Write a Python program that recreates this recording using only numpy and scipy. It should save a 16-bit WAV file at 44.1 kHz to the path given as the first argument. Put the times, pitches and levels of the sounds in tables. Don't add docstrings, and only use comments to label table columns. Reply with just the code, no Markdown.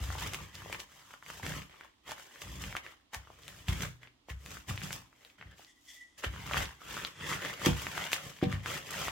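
import sys
import numpy as np
from scipy import signal
from scipy.fft import rfft, irfft
from scipy.io import wavfile
from scipy.ndimage import uniform_filter1d, map_coordinates

SR = 44100
rng = np.random.default_rng(int(sys.argv[2]) if len(sys.argv) > 2 else 0)


def pcm_store(signal):
    levels = np.round(np.clip(np.atleast_2d(signal), -1, 1) * 32767)
    wavfile.write(sys.argv[1], SR, levels.astype(np.int16).T)


N = 401747
T = np.arange(N) / SR

# pitch_hz, level_db (relative)
KITCHEN_TONE = [(25, 12), (80, 1), (170, -11), (293, 2), (440, -14.5), (1100, -11.5), (1700, -22),
                (3250, -15), (8000, -28.5), (16000, -43)]
# full_weight_s, swell_s, hold_s, crunch_db, crinkle_db, rumble_db
PIN_PUSHES = [(0.006, 0.034, 0.27, -49, -50.5, -43.5), (0.213, 0.053, 0.22, -50, -54, -49.5),
              (0.416, 0.038, 0.008, -60, -63, -48), (0.562, 0.105, 0.2, -52.8, -56, -52.5),
              (0.912, 0.15, 0.23, -61.5, -61.5, -70.5), (1.293, 0.11, 0.11, -54, -54, -57.5),
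              (1.432, 0.014, 0.14, -45, -48, -41), (1.718, 0.1, 0.13, -59, -67, -71),
              (2.075, 0.031, 0.039, -48, -55, -59.0), (2.185, 0.029, 0.014, -54, -53.5, -71),
              (2.348, 0.31, 0.12, -56.5, -59, -74), (2.475, 0.08, 0.22, -54, -54.5, -45),
              (2.614, 0.032, 0.11, -51.5, -54, -51), (2.837, 0.026, 0.042, -52.5, -60, -66.5),
              (3.2, 0.08, 0.19, -63, -68.5, -66.5), (3.476, 0.17, 0.14, -58, -57.5, -57.5),
              (3.693, 0.037, 0.031, -47, -49, -34.5), (3.799, 0.16, 0.044, -45.5, -47.5, -40.5),
              (4.017, 0.025, 0.035, -60.5, -70, -69.0), (4.479, 0.16, 0.096, -54.5, -54.5, -52.0),
              (4.687, 0.021, 0.0059, -43, -43.5, -39.5), (4.817, 0.14, 0.15, -51.5, -51.5, -50),
              (5.22, 0.29, 0.09, -65.5, -67.5, -80), (5.387, 0.022, 0.14, -63, -73, -63),
              (5.588, 0.05, 0.027, -61.8, -60, -83), (5.885, 0.17, 0.076, -76, -60.5, -91),
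              (6.183, 0.016, 0.012, -55.5, -54.5, -75), (6.333, 0.13, 0.15, -50.5, -56.5, -48),
              (6.554, 0.17, 0.065, -39, -43.5, -39.5), (6.902, 0.14, 0.14, -44.5, -48.5, -52.5),
              (7.224, 0.1, 0.037, -43, -55, -46.5), (7.299, 0.084, 0.053, -39, -44, -43.5),
              (7.449, 0.099, 0.045, -40.5, -47, -50), (7.644, 0.1, 0.041, -36, -40.5, -45),
              (7.778, 0.036, 0.11, -46, -47, -48), (7.966, 0.11, 0.073, -39.5, -44.5, -49.5),
              (8.115, 0.072, 0.088, -47.8, -51, -58), (8.242, 0.055, 0.031, -49, -50, -48.5),
              (8.348, 0.04, 0.063, -62, -61, -76), (8.513, 0.11, 0.032, -46, -54.5, -40),
              (8.675, 0.056, 0.086, -40, -44, -47), (8.986, 0.23, 0.088, -40, -42.3, -47)]
# peak_s, crunch_db, crinkle_db
CHUNK_COLLAPSES = [(0.225, -37.5, -44), (0.34, -43.5, -42.5), (0.544, -56, -55), (0.733, -42.5, -48),
                   (0.798, -44.8, -45), (2.106, -50, -51), (2.415, -60, -47), (2.621, -45, -44),
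                   (2.767, -42, -50), (3.144, -41.5, -44.5), (3.688, -38, -40.5), (4.3, -45.5, -49),
                   (4.836, -43, -41.5), (4.93, -54.8, -42), (6.243, -34, -44.5), (6.571, -35, -51.5),
                   (8.131, -44.5, -34.0), (8.431, -38, -52)]
# pitch_hz, level_db (relative)
CRUMB_TONE = [(150, -12), (260, 0.5), (520, 0.5), (750, -3), (1100, 0), (1500, -2.5), (2000, 1),
              (2500, -3.5), (3200, 0.5), (4000, -11), (5000, -9.5), (9000, -49)]
# pitch_hz, level_db (relative)
FILM_TONE = [(1200, -17.5), (2500, -3), (3300, -2.5), (4200, -7), (5200, -4.5), (7000, -2.5), (8500, -7.5),
             (10500, -11), (12500, -7.5), (16000, -11)]
# pitch_hz, level_db (relative), fade_s (to fall by 60 dB)
TABLE_MODES = [(67.9, -3.5, 0.35), (78, -39, 0.083), (97.1, 1.5, 0.27), (122.8, -9, 0.68), (151.9, 6, 0.18),
               (185.2, 2, 0.13), (237.3, -7.5, 0.27), (280.8, 1.5, 0.073), (310, -11, 0.13),
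               (344, -6.5, 0.15), (456, -41, 0.051), (484, -6, 0.19), (588, -8.5, 0.084)]
# time_s, firm_db (firm contact over cushioned contact)
PIN_FIRMNESS = [(0, -18), (0.4, -3.5), (1.5, 4), (2.5, -6), (3.7, -9), (4.4, -1), (4.8, -1), (5.5, 10),
                (6.6, -9), (7.0, 5), (8.1, 19), (8.55, 18), (9.1, -1)]
# start_s, level_db, pitch_hz (most excited), pin_db (ring of the pin, relative)
PIN_DROPS = [(.01, -28, 68.4, -50), (0.086, -33, 71.5, -50), (3.161, -40.5, 65, -50),
             (3.685, -22.5, 80, -50), (3.718, -25.5, 64, -50), (3.833, -30, 153, -50),
             (4.305, -34.5, 63, -50), (4.333, -36.5, 62.5, -50), (4.691, -37, 138, -50),
             (4.706, -27, 93, -52), (4.835, -34.5, 150, -50), (5.454, -44, 70, -50),
             (6.262, -29.5, 63.6, -50), (6.571, -29, 69, -27), (7.666, -13.5, 330, -44),
             (7.685, -23, 155, -50), (7.71, -26, 69.4, -50), (8.426, -15.5, 346, -25.5),
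             (8.467, -21.5, 174, -47), (8.534, -23.5, 96, -50)]
# pitch_hz, level_db (relative), fade_s (to fall by 60 dB)
PIN_MODES = [(762, 5.5, 0.32)]
# start_s, peak_db (before the room), pitch_hz, treble_db (tick, relative)
SINGLE_SNAPS = [(0.103, -26, 1380, -22), (0.153, -30, 850, -30), (0.1885, -28.5, 3120, -28),
                (0.3351, -22, 2780, -5.5), (0.3459, -21.5, 3040, -8), (0.5535, -29.5, 4600, -30),
                (0.6199, -37, 1190, -25), (0.66, -36, 695, -28), (0.699, -35, 690, -30),
                (0.7274, -21.5, 2120, -12), (0.7466, -24, 2110, -34), (0.8017, -27.5, 3580, -24),
                (1.108, -39.5, 1420, -22), (1.1394, -33.5, 1380, -31), (1.226, -36.5, 1490, -36),
                (1.2632, -35, 2020, -15), (1.3016, -29, 1390, -16), (1.4657, -23, 2340, -10),
                (1.6193, -31.5, 2220, -28), (1.8099, -32.5, 1590, -20), (1.8475, -41, 1360, -13),
                (2.1186, -26, 1070, -6), (2.3589, -38, 1840, -24), (2.4192, -27.5, 2480, -11),
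                (2.639, -25, 2530, -20), (2.7266, -28.5, 1860, -26), (2.752, -23, 1330, -34),
                (2.7672, -18.5, 2380, -13), (2.8647, -29, 1850, -21), (3.133, -34.5, 1110, -26),
                (3.1464, -23.5, 2190, -5.5), (3.2727, -42, 1180, -41), (3.3026, -38.5, 850, -32),
                (3.4343, -38.5, 3940, -22), (3.4804, -25.5, 3550, -7.5), (3.6843, -21, 2920, -16),
                (3.8072, -26, 2400, -24), (3.8342, -24, 3180, -10), (4.0321, -35.5, 2140, -19),
                (4.0738, -39.5, 2320, -36), (4.286, -36, 700, -34), (4.301, -31, 2190, -22),
                (4.4614, -31, 2760, -8.5), (4.5701, -33.5, 1290, -20), (4.7767, -23.5, 2640, -34),
                (4.8176, -27, 2140, -24), (4.907, -27, 1930, -28), (4.9295, -19, 3500, -3),
                (5.1286, -46.5, 1520, -21), (5.2495, -37, 3800, -11), (5.3007, -45, 2760, -28),
                (5.4126, -32.5, 1870, -36), (5.426, -34, 1720, -36), (5.595, -43.5, 686, -20),
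                (5.6477, -38.5, 4310, -30), (6.238, -23.5, 1500, -22), (6.2457, -24, 1780, -20),
                (6.362, -32, 1400, -20), (6.4978, -28.5, 2030, -24), (6.512, -23, 1290, -24),
                (6.5354, -17.5, 2240, -26), (6.544, -18, 1300, -24), (6.5699, -17, 1460, -32),
                (6.6557, -26.5, 3940, -31), (7.0494, -17, 3340, -22), (7.4251, -25.5, 1760, -25),
                (7.4492, -25, 1360, -24), (7.868, -18.5, 1960, -30), (7.9778, -18.5, 1510, -15),
                (8.1184, -21.5, 2200, -7), (8.1314, -11, 2800, -13.5), (8.163, -27, 1800, -27),
                (8.336, -42, 3500, -17), (8.388, -38, 2600, -26), (8.4155, -33.5, 1620, -17),
                (8.441, -27, 3000, -23), (8.5267, -24, 2000, -14), (8.553, -31, 1680, -30),
                (8.6599, -19, 1740, -16), (9.0825, -19.5, 1260, -23)]
# full_speed_s, swell_s, hold_s, level_db, purity_db (squeak over hiss)
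BAG_SLIDES = [(5.679, .02, .03, -63, -25), (5.77, 0.032, 0.013, -70, 3), (5.888, 0.025, 0.02, -52.5, -12),
              (5.962, 0.012, 0.0071, -55.5, 4), (6.012, 0.037, 0.012, -50.5, 12),
              (6.067, .04, 0.11, -73, -12), (7.298, 0.18, 0.035, -44, -18), (8.696, 0.047, 0.022, -47, -18)]
# pitch_hz, width_hz, level_db (relative); the first is also the squeak's pitch
FILM_RESONANCES = [(1975, 180, -9.5), (3380, 520, -10.5), (5900, 4600, -10)]
# pitch_hz, level_db (left over right)
PORT_TONES = [(250, -1.5), (1000, .5), (4000, 0.9), (8000, 2), (12500, -1.5)]

KITCHEN_DB = -67.5
SWELL_DB, RELEASE_DB_PER_S = 23.5, 194
COLLAPSE_RISE_DB_PER_S, COLLAPSE_FALL_DB_PER_S = 1102, 436
SLIDE_STOP_DB_PER_S = 380
SPURTS_PER_S, SPURT_DB, SPURT_FADE_S = 45, 3.0, 0.011
FINER = 1.72
ROOM_T60_S, ROOM_TREBLE_T60_S = 0.21, 0.14
TOP_HZ = 15950


def undb(db):
    return 10 ** (np.asarray(db) / 20)


def unit(x):
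    return x / np.sqrt(np.mean(x ** 2))


def high_pass(x, hz, order=1):
    return signal.sosfilt(signal.butter(order, hz, "high", fs=SR, output="sos"), x)


def soften(x, hz):
    return signal.sosfilt(signal.butter(2, hz, fs=SR, output="sos"), x)


def band(x, hz, width_hz):
    hz, width_hz = min(hz, .45 * SR), min(width_hz, .4 * SR)
    return signal.lfilter(*signal.iirpeak(hz, hz / width_hz, fs=SR), x)


def colour(x, points, size=2048):
    hz, db = np.transpose(points)
    bins_hz = np.arange(size // 2 + 1) * SR / size
    gain_db = np.interp(np.log(bins_hz + 1), np.log(hz), db)
    cepstrum = irfft(np.log(undb(gain_db)))
    cepstrum[1:size // 2] *= 2
    cepstrum[size // 2 + 1:] = 0
    answer = irfft(np.exp(rfft(cepstrum)))
    return signal.oaconvolve(x, answer[None], axes=-1)[:, :N]


def add(out, start_s, sound):
    i = max(int(start_s * SR), 0)
    out[..., i:i + sound.shape[-1]] += sound[..., :max(N - i, 0)]


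def place(x, side):
    lag = int(round(side * 2.4))
    ports = np.array([x, np.roll(x, lag)])
    return ports * undb(np.array([[1], [-1]]) * side * 1.6)


def ring_of(modes):
    t = T[:SR // 2]
    return sum(undb(level_db - 60 * t / fade_s) * np.sin(2 * np.pi * hz * t)
               for hz, level_db, fade_s in modes)


def clicks(rate, spread_db, even_s):
    size = undb(spread_db * np.minimum(rng.exponential(size=N), 5))
    size *= rng.choice([-1, 1], N)
    x = size * (rng.random(N) < rate / SR)
    power = uniform_filter1d(x ** 2, int(even_s * SR) + 1)
    return x / np.sqrt(np.abs(power) + np.mean(power) / 10)


def swarm(pitches, rate, spread_db, even_s):
    out = np.zeros((2, N))
    for hz in pitches:
        for side in (-1, 1):
            grains = band(clicks(rate, spread_db, even_s), hz, hz * 1.4)
            out += place(grains, side * rng.uniform(0.1, 1))
    return out


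def pops(db, count, low_hz, span, lift_db, rise=1):
    out, t = np.zeros((2, N)), T[:SR // 80]
    for when, size, tone, length, side in rng.random((count, 5)):
        hz = low_hz * span ** tone * rise ** when
        ring = np.sin(2 * np.pi * hz * t) * np.exp(-t * hz / (1 + 2 * length))
        level_db = db[int(when * N)] + lift_db + 12 * size ** 2
        add(out, when * N / SR, place(ring, 2 * side - 1) * undb(level_db))
    return out


def drift(rate):
    steps = np.arange(0, N / SR + 1, 1 / rate)
    course = np.interp(T, steps, rng.random(200)[:len(steps)])
    return uniform_filter1d(course, SR // 30)


def folds(x, share):
    echoes = []
    for port in x:
        lags = [(0.00021 + 0.001617 * drift(rate=7)) * SR for _ in range(2)]
        first, second = (map_coordinates(port, [np.arange(N) - lag], order=3) for lag in lags)
        echoes.append(first - second)
    return x + share * np.array(echoes)


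def stroke(full_s, swell_s, hold_s, fall_db_per_s):
    swell_db = np.minimum(SWELL_DB * (T - full_s) / swell_s, 0)
    return swell_db - fall_db_per_s * np.maximum(T - full_s - hold_s, 0)


def together(courses):
    power = np.full(N, 1e-12)
    for db in courses:
        heard = db > -110
        power[heard] += undb(db[heard]) ** 2
    return 10 * np.log10(power)


def air():
    mid, side = rng.standard_normal((2, N))
    side = high_pass(side, 700)
    noise = np.array([mid + 0.85 * side, mid - 2.0 * side])
    return unit(colour(noise, KITCHEN_TONE)) * undb(KITCHEN_DB)


def crushing():
    pushes = [(stroke(full_s, swell_s, hold_s, RELEASE_DB_PER_S), levels_db)
              for full_s, swell_s, hold_s, *levels_db in PIN_PUSHES]
    collapses = []
    for peak_s, *levels_db in CHUNK_COLLAPSES:
        course = np.minimum(COLLAPSE_RISE_DB_PER_S * (T - peak_s), COLLAPSE_FALL_DB_PER_S * (peak_s - T))
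        collapses.append((course, levels_db))
    causes = pushes + collapses, pushes + collapses, pushes
    return [together(course + levels_db[k] for course, levels_db in events)
            for k, events in enumerate(causes)]


def spurts():
    starts = (rng.random(N) < SPURTS_PER_S / SR) * rng.exponential(size=N).clip(0, 2)
    db = SPURT_DB * signal.lfilter([1], [1, -np.exp(-1 / (SPURT_FADE_S * SR))], starts)
    return db - 10 * np.log10(np.mean(undb(db) ** 2))


def crumbs(db):
    grains = swarm((490, 1070, 1720, 2900), rate=480, spread_db=2.5, even_s=0.062)
    fine = unit(colour(folds(grains, share=.55), CRUMB_TONE)) * undb(db)
    return fine + pops(db, count=520, low_hz=754, span=2.99, lift_db=4.5, rise=FINER)


def film(db):
    grains = swarm((4500, 10000), rate=1600, spread_db=2.5, even_s=0.16)
    fine = unit(colour(folds(grains, share=.5), FILM_TONE)) * undb(db)
    return fine + pops(db, count=330, low_hz=4050, span=1.76, lift_db=-3.0)


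def contact(hz, width_hz):
    bumps = band(clicks(rate=360, spread_db=2.5, even_s=0.037), hz, width_hz)
    return unit(signal.oaconvolve(bumps, ring_of(TABLE_MODES))[:N])


def table(load_db, firm_db):
    cushioned, firm = contact(68, 72), contact(165, 143)
    rumble = (cushioned + undb(firm_db) * firm) / np.hypot(1, undb(firm_db))
    rumble /= np.sqrt(uniform_filter1d(rumble ** 2, SR // 14) + 1 / 20)
    out = rumble * undb(load_db)
    for start_s, level_db, hz, pin_db in PIN_DROPS:
        thud = soften(band(ring_of(TABLE_MODES), hz, hz * 0.5), hz * 2.13)
        thud = thud / np.abs(thud).max() + undb(pin_db) * ring_of(PIN_MODES)
        add(out, start_s, thud * undb(level_db))
    return place(out, 0.59)


def room(x, near_db, wet_db):
    t = T[:SR // 2]
    noise = rng.standard_normal((2, len(t)))
    low = soften(noise, hz=2820)
    tail = low * undb(-60 * t / ROOM_T60_S) + (noise - low) * undb(-60 * t / ROOM_TREBLE_T60_S)
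    tail = high_pass(tail * (t > .005), 250)
    near = high_pass(rng.standard_normal(len(t)) * np.exp(-t / 0.035), 1800)
    near = unit(near) * np.array([[1], [-1]])
    answer = (undb(near_db) * near + undb(wet_db) * unit(tail)) / np.sqrt(len(t))
    return signal.oaconvolve(x.mean(axis=0)[None], answer, axes=-1)[:, :N]


def snaps():
    out, t = np.zeros((2, N)), T[:SR // 20]
    impulse = 1. * (t == 0)
    tick = band(impulse, 5450, 4000)
    for start_s, peak_db, hz, treble_db in SINGLE_SNAPS:
        cycles = t * hz
        ring = np.sin(2 * np.pi * cycles) * cycles * np.exp(-cycles / 0.37)
        crack = ring / np.abs(ring).max() + undb(treble_db + 18) * tick
        fragments = rng.standard_normal((2, len(t))) + rng.standard_normal(len(t))
        spray = fragments * np.exp(-t / .004) * undb(-29)
        ports = place(impulse, rng.uniform(0, 0.12))[::rng.choice([-1, 1])]
        sound = signal.fftconvolve(ports + spray, crack[None], axes=-1)
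        add(out, start_s, sound / np.abs(sound).max() * undb(peak_db))
    return out


def slide():
    slips = clicks(rate=3500, spread_db=1.0, even_s=0.007)
    hiss = np.zeros(N)
    for hz, width_hz, level_db in FILM_RESONANCES:
        hiss += undb(level_db) * unit(band(band(slips, hz, width_hz), hz, width_hz))
    hiss = unit(hiss)
    waver_hz = 25 * unit(soften(rng.standard_normal(N), hz=70))
    squeak_hz = FILM_RESONANCES[0][0] + waver_hz
    squeak = unit(np.sin(2 * np.pi * np.cumsum(squeak_hz) / SR))
    out = np.zeros(N)
    for full_s, swell_s, hold_s, level_db, purity_db in BAG_SLIDES:
        purity = undb(purity_db)
        course_db = level_db + stroke(full_s, swell_s, hold_s, SLIDE_STOP_DB_PER_S)
        mix = (purity * squeak + hiss) / np.hypot(1, purity)
        out += mix * undb(np.maximum(course_db, -140))
    return place(out, .1)


def scene():
    background = air()
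    crunch_db, crinkle_db, rumble_db = crushing()
    spurt_db = spurts()
    firm_db = np.interp(T, *np.transpose(PIN_FIRMNESS))
    bag = crumbs(crunch_db + spurt_db) + film(crinkle_db + 1.07 * spurt_db)
    dry = bag + table(rumble_db, firm_db) + snaps() + slide()
    return dry + room(dry, near_db=-8.5, wet_db=-8) + background


def record(dry):
    ports = []
    for port, side in zip(dry, (1, -1)):
        tone = [(hz, side * db / 2) for hz, db in PORT_TONES]
        ports.append(colour(port[None], tone))
    x = high_pass(np.vstack(ports), 46, order=4)
    return signal.sosfilt(signal.ellip(10, .2, 70, TOP_HZ, fs=SR, output="sos"), x)


dry = scene()
out = record(dry)
pcm_store(out)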